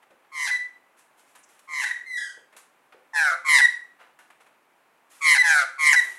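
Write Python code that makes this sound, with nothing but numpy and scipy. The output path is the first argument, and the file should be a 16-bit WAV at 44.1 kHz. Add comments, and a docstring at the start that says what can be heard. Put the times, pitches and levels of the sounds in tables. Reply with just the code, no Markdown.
"""Magpie squawks, harsh and falling, some in quick pairs, at a seed tray in a leafy garden.
Each is a syrinx tone shaken by a fast flutter and shaped by throat and beak; it cracks, and the high
ones flip into a clean whistle. Wings swish as the bird flies up; claws and dry leaves scrape, with dull
knocks and two thin squeaks. Behind: one faint far hoot, garden wall echo, outdoor hush."""
import sys
import numpy as np
from scipy import signal
from scipy.fft import rfft, irfft, next_fast_len
from scipy.io import wavfile
from scipy.ndimage import uniform_filter1d, map_coordinates

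SR = 44100
rng = np.random.default_rng(int(sys.argv[2]) if len(sys.argv) > 2 else 0)


def wrap_up_sound(samples):
    """Save the sound to the file named by the first command line argument, as 16-bit audio."""
    columns = np.atleast_2d(samples).T
    # keep every value between -1 and 1, then stretch to whole-number steps
    tamed = np.clip(columns, -1, 1)
    steps = np.round(tamed * 32767).astype(np.int16)
    wavfile.write(sys.argv[1], SR, steps)


N = 272538
TIME_S = np.arange(N) / SR

# (start [s], crack [s], end [s], first pitch [Hz], pre-crack pitch [Hz], cracked pitch [Hz],
#  flutter [Hz], crack roughness [0-1], windpipe echo [0-1], attack [s], level [dB], end fade [dB],
#  fundamental [dB], harsh treble [dB])
SQUAWKS = [(0.314, .459, .51, 1090, 976.4, 845, 159.4, 0.9, 0.05, .16, -27, -8, -8.5, -8),
           (1.672, 1.81, 1.858, 1084, 995, 872, 155.8, 0.92, 0.05, 0.24, -23.5, -6, -10, -10.5),
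           (3.13, 3.298, 3.366, 903, 699, 668, 160.9, 0.46, 0.3, 0.073, -19.5, 13, -13, -11),
           (3.443, 3.576, 3.614, 1105, 960.3, 834, 158.9, 0.82, 0.1, 0.12, -14.5, -2.5, -10, -9.5),
           (5.205, 5.343, 5.387, 1138, 997, 811, 161.6, 0.67, 0.09, 0.12, -14.5, 6.5, -11.5, -9),
           (5.423, 5.604, 5.655, 885, 706, 673.6, 160.4, 0.36, 0.1, 0.072, -16.5, 17.5, -15, -10),
           (5.777, 5.925, 5.96, 1107, 1009, 804, 162, 0.6, 0.1, 0.13, -15, -2.5, -11, -11)]
# throat resonances (frequency [Hz], gain [dB])
THROAT_DB = [(200, -46.5), (520, 0.5), (750, -5.5), (1100, 4.5), (1280, 4.5), (1560, 8.5), (2080, 12),
             (2500, 2), (3000, -1.5), (3400, -8), (3900, -0.5), (4600, -5.5)]
# open-beak radiation (frequency [Hz], gain [dB])
BEAK_DB = [(5400, -6), (6500, -7.5), (8500, -10.5), (10600, -9), (12000, -24.5), (13500, -27.5),
           (15500, -49.5)]
# (start [s], end [s], first pitch [Hz], last pitch [Hz], level [dB], swell [dB], roughness [0-1],
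#  overtone lift [dB])
WHISTLES = [(0.504, 0.584, 2005, 1962, -22, -6, 0.11, -1), (1.854, 1.9, 1965, 1922, -30, -8, 0.18, 8),
            (1.911, 1.922, 1911, 1890, -21, -3, 0, -3), (2.052, 2.192, 2107, 1891, -32.5, 16, 0.18, 4.5),
            (2.165, 2.32, 1729, 1531, -39, -13, 0.86, 16.5),
            (3.612, 3.664, 1983, 1879, -11, 4.5, 0.12, 1.5), (5.377, 5.428, 2047, 1942, -12.5, 2, .08, 4),
            (5.957, 6.006, 2014, 1889, -12.5, 0, 0.2, 2.5)]
# partials 1-6 (level [dB])
WHISTLE_PARTIALS_DB = [-2, -21, -32, -33.5, -33, -43.5]
# claws and leaves, and a feather rustle as the bird bends at 5.99 s (start [s], level [dB], crisp part [dB],
# rise [s], decay [s])
SCRAPES = [(.02, -53.5, -13, 0.011, .05), (0.101, -58, -12, 0.01, 0.072), (0.246, -60, -38, 0.0033, 0.057),
           (1.349, -52, -3, 0.0071, 0.11), (1.485, -68.5, 6, 0.0068, 0.69), (1.592, -64, 12.5, .001, 0.025),
           (2.522, -53.5, -11, 0.007, 0.12), (2.564, -57, 10.5, 0.0024, 0.13),
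           (2.922, -48.5, -19, 0.0014, 0.084), (3.984, -50, -17, 0.03, 0.19),
           (4.188, -51.5, -5.5, 0.0021, 0.15), (4.301, -51, -12, 0.0037, 0.085),
           (4.399, -55, -7.5, 0.011, 0.1), (4.461, -56, -10.5, 0.0062, 0.086), (5.99, -50, 6, 0.012, 0.57)]
# dull part of a scrape (frequency [Hz], gain [dB])
SCRAPE_BODY_DB = [(80, -44), (150, -23), (350, -10), (700, -1.5), (1400, 2), (2500, -5), (4000, -15.5),
                  (8000, -38)]
# crisp part of scrapes, also feathers (frequency [Hz], gain [dB])
CRISP_DB = [(100, -67), (1000, 9.5), (3000, 4), (5000, -2), (7000, 4), (10500, 4), (12500, -2),
            (15500, -23)]
# wings (peak time [s], level [dB], rise [s], decay [s])
SWISHES = [(.996, -58, 0.034, 0.14), (1.198, -60, 0.033, 0.18), (1.294, -66, .04, 0.38),
           (5.12, -55, 0.028, 1)]
# (start [s], level [dB])
KNOCKS = [(0.103, -53), (2.374, -55.5), (2.55, -58.5), (2.942, -53)]
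# two squeaks, one hoot (start [s], pitch [Hz], level [dB], length [s], waver [fraction of pitch])
FAINT_TONES = [(1.378, 9860, -58.5, 0.029, 0.032), (1.426, 6660, -55.5, 0.03, 0.12),
               (5.984, 383.6, -65.5, 0.27, 0.039)]
# garden echo of the calls (time [s], level [dB])
CALL_ECHO_DB = [(.4, -9), (1.8, -7), (2.2, -3), (3.2, -13.5), (3.6, -11.5), (5.9, -13)]
# garden reverberation (frequency [Hz], T60 [s])
GARDEN_T60_S = [(500, .42), (1350, 0.39), (2000, 0.4), (5000, 0.36), (10000, 0.35), (15000, 0.054)]
# outdoor noise spectrum (frequency [Hz], relative density [dB])
HUSH_SPECTRUM_DB = [(30, -25.5), (62, -20), (88, -36.5), (130, -12.5), (190, -11), (280, -4), (450, -4.5),
                    (850, 0.5), (1600, -4), (2500, -8), (3400, -16.5), (5000, -23), (11000, -21.5),
                    (15500, -28)]


def squawks(crack_s=.018, beak_close_s=.023, low_sag_db=10, crack_dip_db=5.5, hiss_db=-12, lead_rad=1.0):
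    """One side of the syrinx sings; flutter in pitch and strength splits each partial into a cluster."""
    out = np.zeros(N)
    jitter, flutter_jitter, shimmer = wander(200), wander(70), wander(110)
    air = colour(rng.standard_normal(N), [(1200, -32), (3500, -5.5)])
    overtones = {k: undb(3.5 * wander(16) - 3 * (k < 6)) for k in range(3, 21)}
    for (start_s, crack_at_s, end_s, first_hz, last_hz, cracked_hz, flutter_hz,
         roughness, pipe_gain, attack_s, level_db, fade_db, low_db, harsh_db) in SQUAWKS:
        span = slice(int(start_s * SR), int(end_s * SR))
        t = TIME_S[span]
        progress = (t - start_s) / (end_s - start_s)
        chaos = roughness * np.clip((t - crack_at_s) / crack_s + .5, 0, 1)
        # pitch and flutter sag as pressure runs out
        pitch_hz = np.interp(t, [start_s, crack_at_s, crack_at_s + crack_s],
                             [first_hz, last_hz, cracked_hz])
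        pitch_hz *= 1 + (.0098 + .036 * chaos) * jitter[span]
        unevenness = 1 + (.035 + .18 * chaos) * flutter_jitter[span]
        flutter_rad = phase_rad(flutter_hz * (1 - .1547 * progress) * unevenness)
        # slacker membrane, wider pitch swing
        swing = .062 * (.9 + .5 * progress) * np.cos(flutter_rad + lead_rad)
        phase = phase_rad(pitch_hz * (1 + swing))
        upper_phase = phase_rad(pitch_hz * (1 + .82 * swing))
        strength = (1 + .38 * np.cos(flutter_rad)) * undb((1.5 + chaos) * shimmer[span])
        upper = unit_rms(sum(gain[span] * (k * pitch_hz < SR / 2) * np.sin(k * upper_phase)
                             for k, gain in overtones.items()))
        rasp = (upper + undb(hiss_db) * air[span]) * np.sqrt(strength)
        low = throat(strength * np.sin(phase))
        main = throat(strength * np.sin(2 * phase))
        harsh = throat(windpipe(rasp, pipe_gain))
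        # fundamental speaks first, treble last
        effort = np.sin(np.pi / 2 * np.clip((t - start_s) / attack_s, 0, 1))
        late_fade_db = fade_db * np.abs(progress) ** 8.4
        beak_open = np.clip((end_s - t) / beak_close_s, 0, 1)
        low *= effort ** .65 * undb(low_db - low_sag_db * progress)
        main *= effort ** 1.19 * undb(-late_fade_db - crack_dip_db * chaos)
        harsh *= effort ** 1.44 * undb(harsh_db - late_fade_db) * beak_open
        out[span] += (low + main + harsh) * undb(level_db) * gate(t, start_s, end_s, .0045)
    return out


def windpipe(x, echo_gain, resonance_hz=1923):
    """One round trip in the pipe; peaks at multiples of resonance_hz."""
    n = np.arange(len(x))
    return x + echo_gain * np.interp(n - SR / resonance_hz, n, x)


def throat(x, window_s=.096):
    """Throat and beak resonances; slow level changes evened out, flutter kept."""
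    shaped = colour(x, list(THROAT_DB) + list(BEAK_DB))
    return shaped / np.sqrt(uniform_filter1d(shaped ** 2, int(window_s * SR)) + 1e-12)


def whistles(hiss_db=-15, fade_fraction=.14):
    """Syrinx locked in a near-pure falling tone; roughness adds tremble and air noise."""
    out = np.zeros(N)
    jitter, shimmer = wander(260), wander(110)
    air = colour(rng.standard_normal(N), [(300, -54), (2500, -28)] + list(BEAK_DB))
    for start_s, end_s, first_hz, last_hz, level_db, swell_db, roughness, lift_db in WHISTLES:
        span = slice(int(start_s * SR), int(end_s * SR))
        t, length_s = TIME_S[span], end_s - start_s
        progress = (t - start_s) / length_s
        pitch_hz = first_hz + (last_hz - first_hz) * progress
        phase = phase_rad(pitch_hz * (1 + .032 * roughness * jitter[span]))
        tone = sum(undb(partial_db + min((k - 1) / 2, 1) * lift_db) * np.sin(k * phase)
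                   for k, partial_db in enumerate(WHISTLE_PARTIALS_DB, 1))
        voice = np.sqrt(2) * tone + undb(hiss_db) * roughness * air[span]
        gain = undb(level_db + swell_db * (progress - .5) + 2 * roughness * shimmer[span])
        out[span] += voice * gain * gate(t, start_s, end_s, fade_fraction * length_s)
    return out


def scrapes(body, crisp):
    """Claws and dry leaves, and a last feather rustle: bursts of dull and crisp grains."""
    return sum(undb(level_db) * burst(start_s, rise_s, decay_s) * (body + undb(crisp_db) * crisp)
               for start_s, level_db, crisp_db, rise_s, decay_s in SCRAPES)


def wings(crisp):
    """Feather swishes: soft swells of crisp grains."""
    return crisp * sum(undb(level_db) * burst(peak_s - rise_s, rise_s, decay_s)
                       for peak_s, level_db, rise_s, decay_s in SWISHES)


def knocks(centre_hz=526, rise_s=.0036, decay_s=.11):
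    """Dull knocks: bursts of band noise."""
    band_db = [(centre_hz / 4, -30), (centre_hz, 0), (centre_hz * 4, -40), (15000, -70)]
    thud = colour(rng.standard_normal(N), band_db)
    return thud * sum(undb(level_db) * burst(start_s, rise_s, decay_s) for start_s, level_db in KNOCKS)


def squeaks_and_hoot():
    """Landing squeaks and a far hoot: wavering sines that swell and fade."""
    out, jitter = np.zeros(N), wander(650)
    for start_s, pitch_hz, level_db, length_s, waver in FAINT_TONES:
        tone = np.sqrt(2) * np.sin(phase_rad(pitch_hz * (1 + waver * jitter)))
        out += tone * undb(level_db) * gate(TIME_S, start_s, start_s + length_s, length_s / 2)
    return out


def garden_echo(x, delay_s=.006, build_s=.031):
    """Scattered reflections from ground, walls and shrubs; treble dies first."""
    t, hz = TIME_S[:SR], np.fft.rfftfreq(SR, 1 / SR)
    scatter = rfft(grains(spread_db=2.5)[:SR])
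    response = np.zeros(SR)
    for band_hz, t60_s in GARDEN_T60_S:
        band = at_hz(hz, [(f, float(f == band_hz)) for f, _ in GARDEN_T60_S])
        response += irfft(scatter * band, SR) * undb(-60 * t / t60_s)
    response *= np.clip((t - delay_s) / build_s, 0, 1)
    return signal.fftconvolve(x, response / np.sqrt(np.sum(response ** 2)))[:N]


def hush(level_db=-63):
    """Far outdoor noise, swelling slightly."""
    noise = colour(rng.standard_normal(N), HUSH_SPECTRUM_DB)
    return noise * undb(level_db + .5 * wander(1) + .29 * wander(14))


def undb(db):
    """Decibels to gain."""
    return 10 ** (np.asarray(db) / 20)


def unit_rms(x):
    """Scale to rms 1."""
    return x / np.sqrt(np.mean(x ** 2) + 1e-18)


def phase_rad(hz):
    """Running phase of a frequency track."""
    return 2 * np.pi * np.cumsum(hz) / SR


def at_hz(hz, points):
    """Table lookup on a log-frequency axis."""
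    points_hz, values = np.transpose(points)
    return np.interp(np.log(np.maximum(hz, 1)), np.log(points_hz), values)


def colour(x, spectrum_db):
    """Filter by (frequency [Hz], gain [dB]) points; rms 1."""
    size = next_fast_len(len(x))
    gain = undb(at_hz(np.fft.rfftfreq(size, 1 / SR), spectrum_db))
    return unit_rms(irfft(rfft(x, size) * gain, size)[:len(x)])


def wander(rate_hz):
    """Smooth noise up to about rate_hz; rms 1."""
    knots = rng.standard_normal(N // 4)[:int(2 * rate_hz * N / SR) + 4]
    return unit_rms(map_coordinates(knots, [TIME_S * 2 * rate_hz], order=2, mode="nearest"))


def grains(spread_db):
    """Dense clicks of unequal size, 16 samples each."""
    noise = rng.standard_normal(N)
    sizes = np.minimum(rng.exponential(size=N // 16 + 1), 5)
    return noise * undb(spread_db * np.repeat(sizes, 16)[:N])


def gate(t, start_s, end_s, fade_s):
    """Window with sine-squared edges."""
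    return np.sin(np.pi / 2 * np.clip(np.minimum(t - start_s, end_s - t) / fade_s, 0, 1)) ** 2


def burst(start_s, rise_s, decay_s):
    """Linear rise, then 40 dB down per decay_s."""
    age_s = np.maximum(TIME_S - start_s, 0)
    fall_nepers = np.log(100) * np.maximum(age_s - rise_s, 0) / decay_s
    return np.minimum(age_s / rise_s, 1) * np.exp(-np.minimum(fall_nepers, 20))


def scene(faint_echo_db=-9):
    """Calls, faint sounds, their echo and the hush; mono."""
    calls = squawks() + whistles()
    body = colour(grains(spread_db=.91), SCRAPE_BODY_DB)
    crisp = colour(grains(spread_db=1.6), CRISP_DB)
    faint = scrapes(body, crisp) + wings(crisp) + knocks() + squeaks_and_hoot()
    call_echo_db = np.interp(TIME_S, *np.transpose(CALL_ECHO_DB))
    echo = garden_echo(calls * undb(call_echo_db) + faint * undb(faint_echo_db))
    return (calls + faint + echo + hush())[None]


def record(dry):
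    """Microphone passband, 20 Hz to 15.8 kHz."""
    highpass = signal.butter(1, 20, "high", fs=SR, output="sos")
    lowpass = signal.ellip(10, .2, 80, 15800, fs=SR, output="sos")
    return signal.sosfilt(lowpass, signal.sosfilt(highpass, dry))


dry = scene()
out = record(dry)
wrap_up_sound(out)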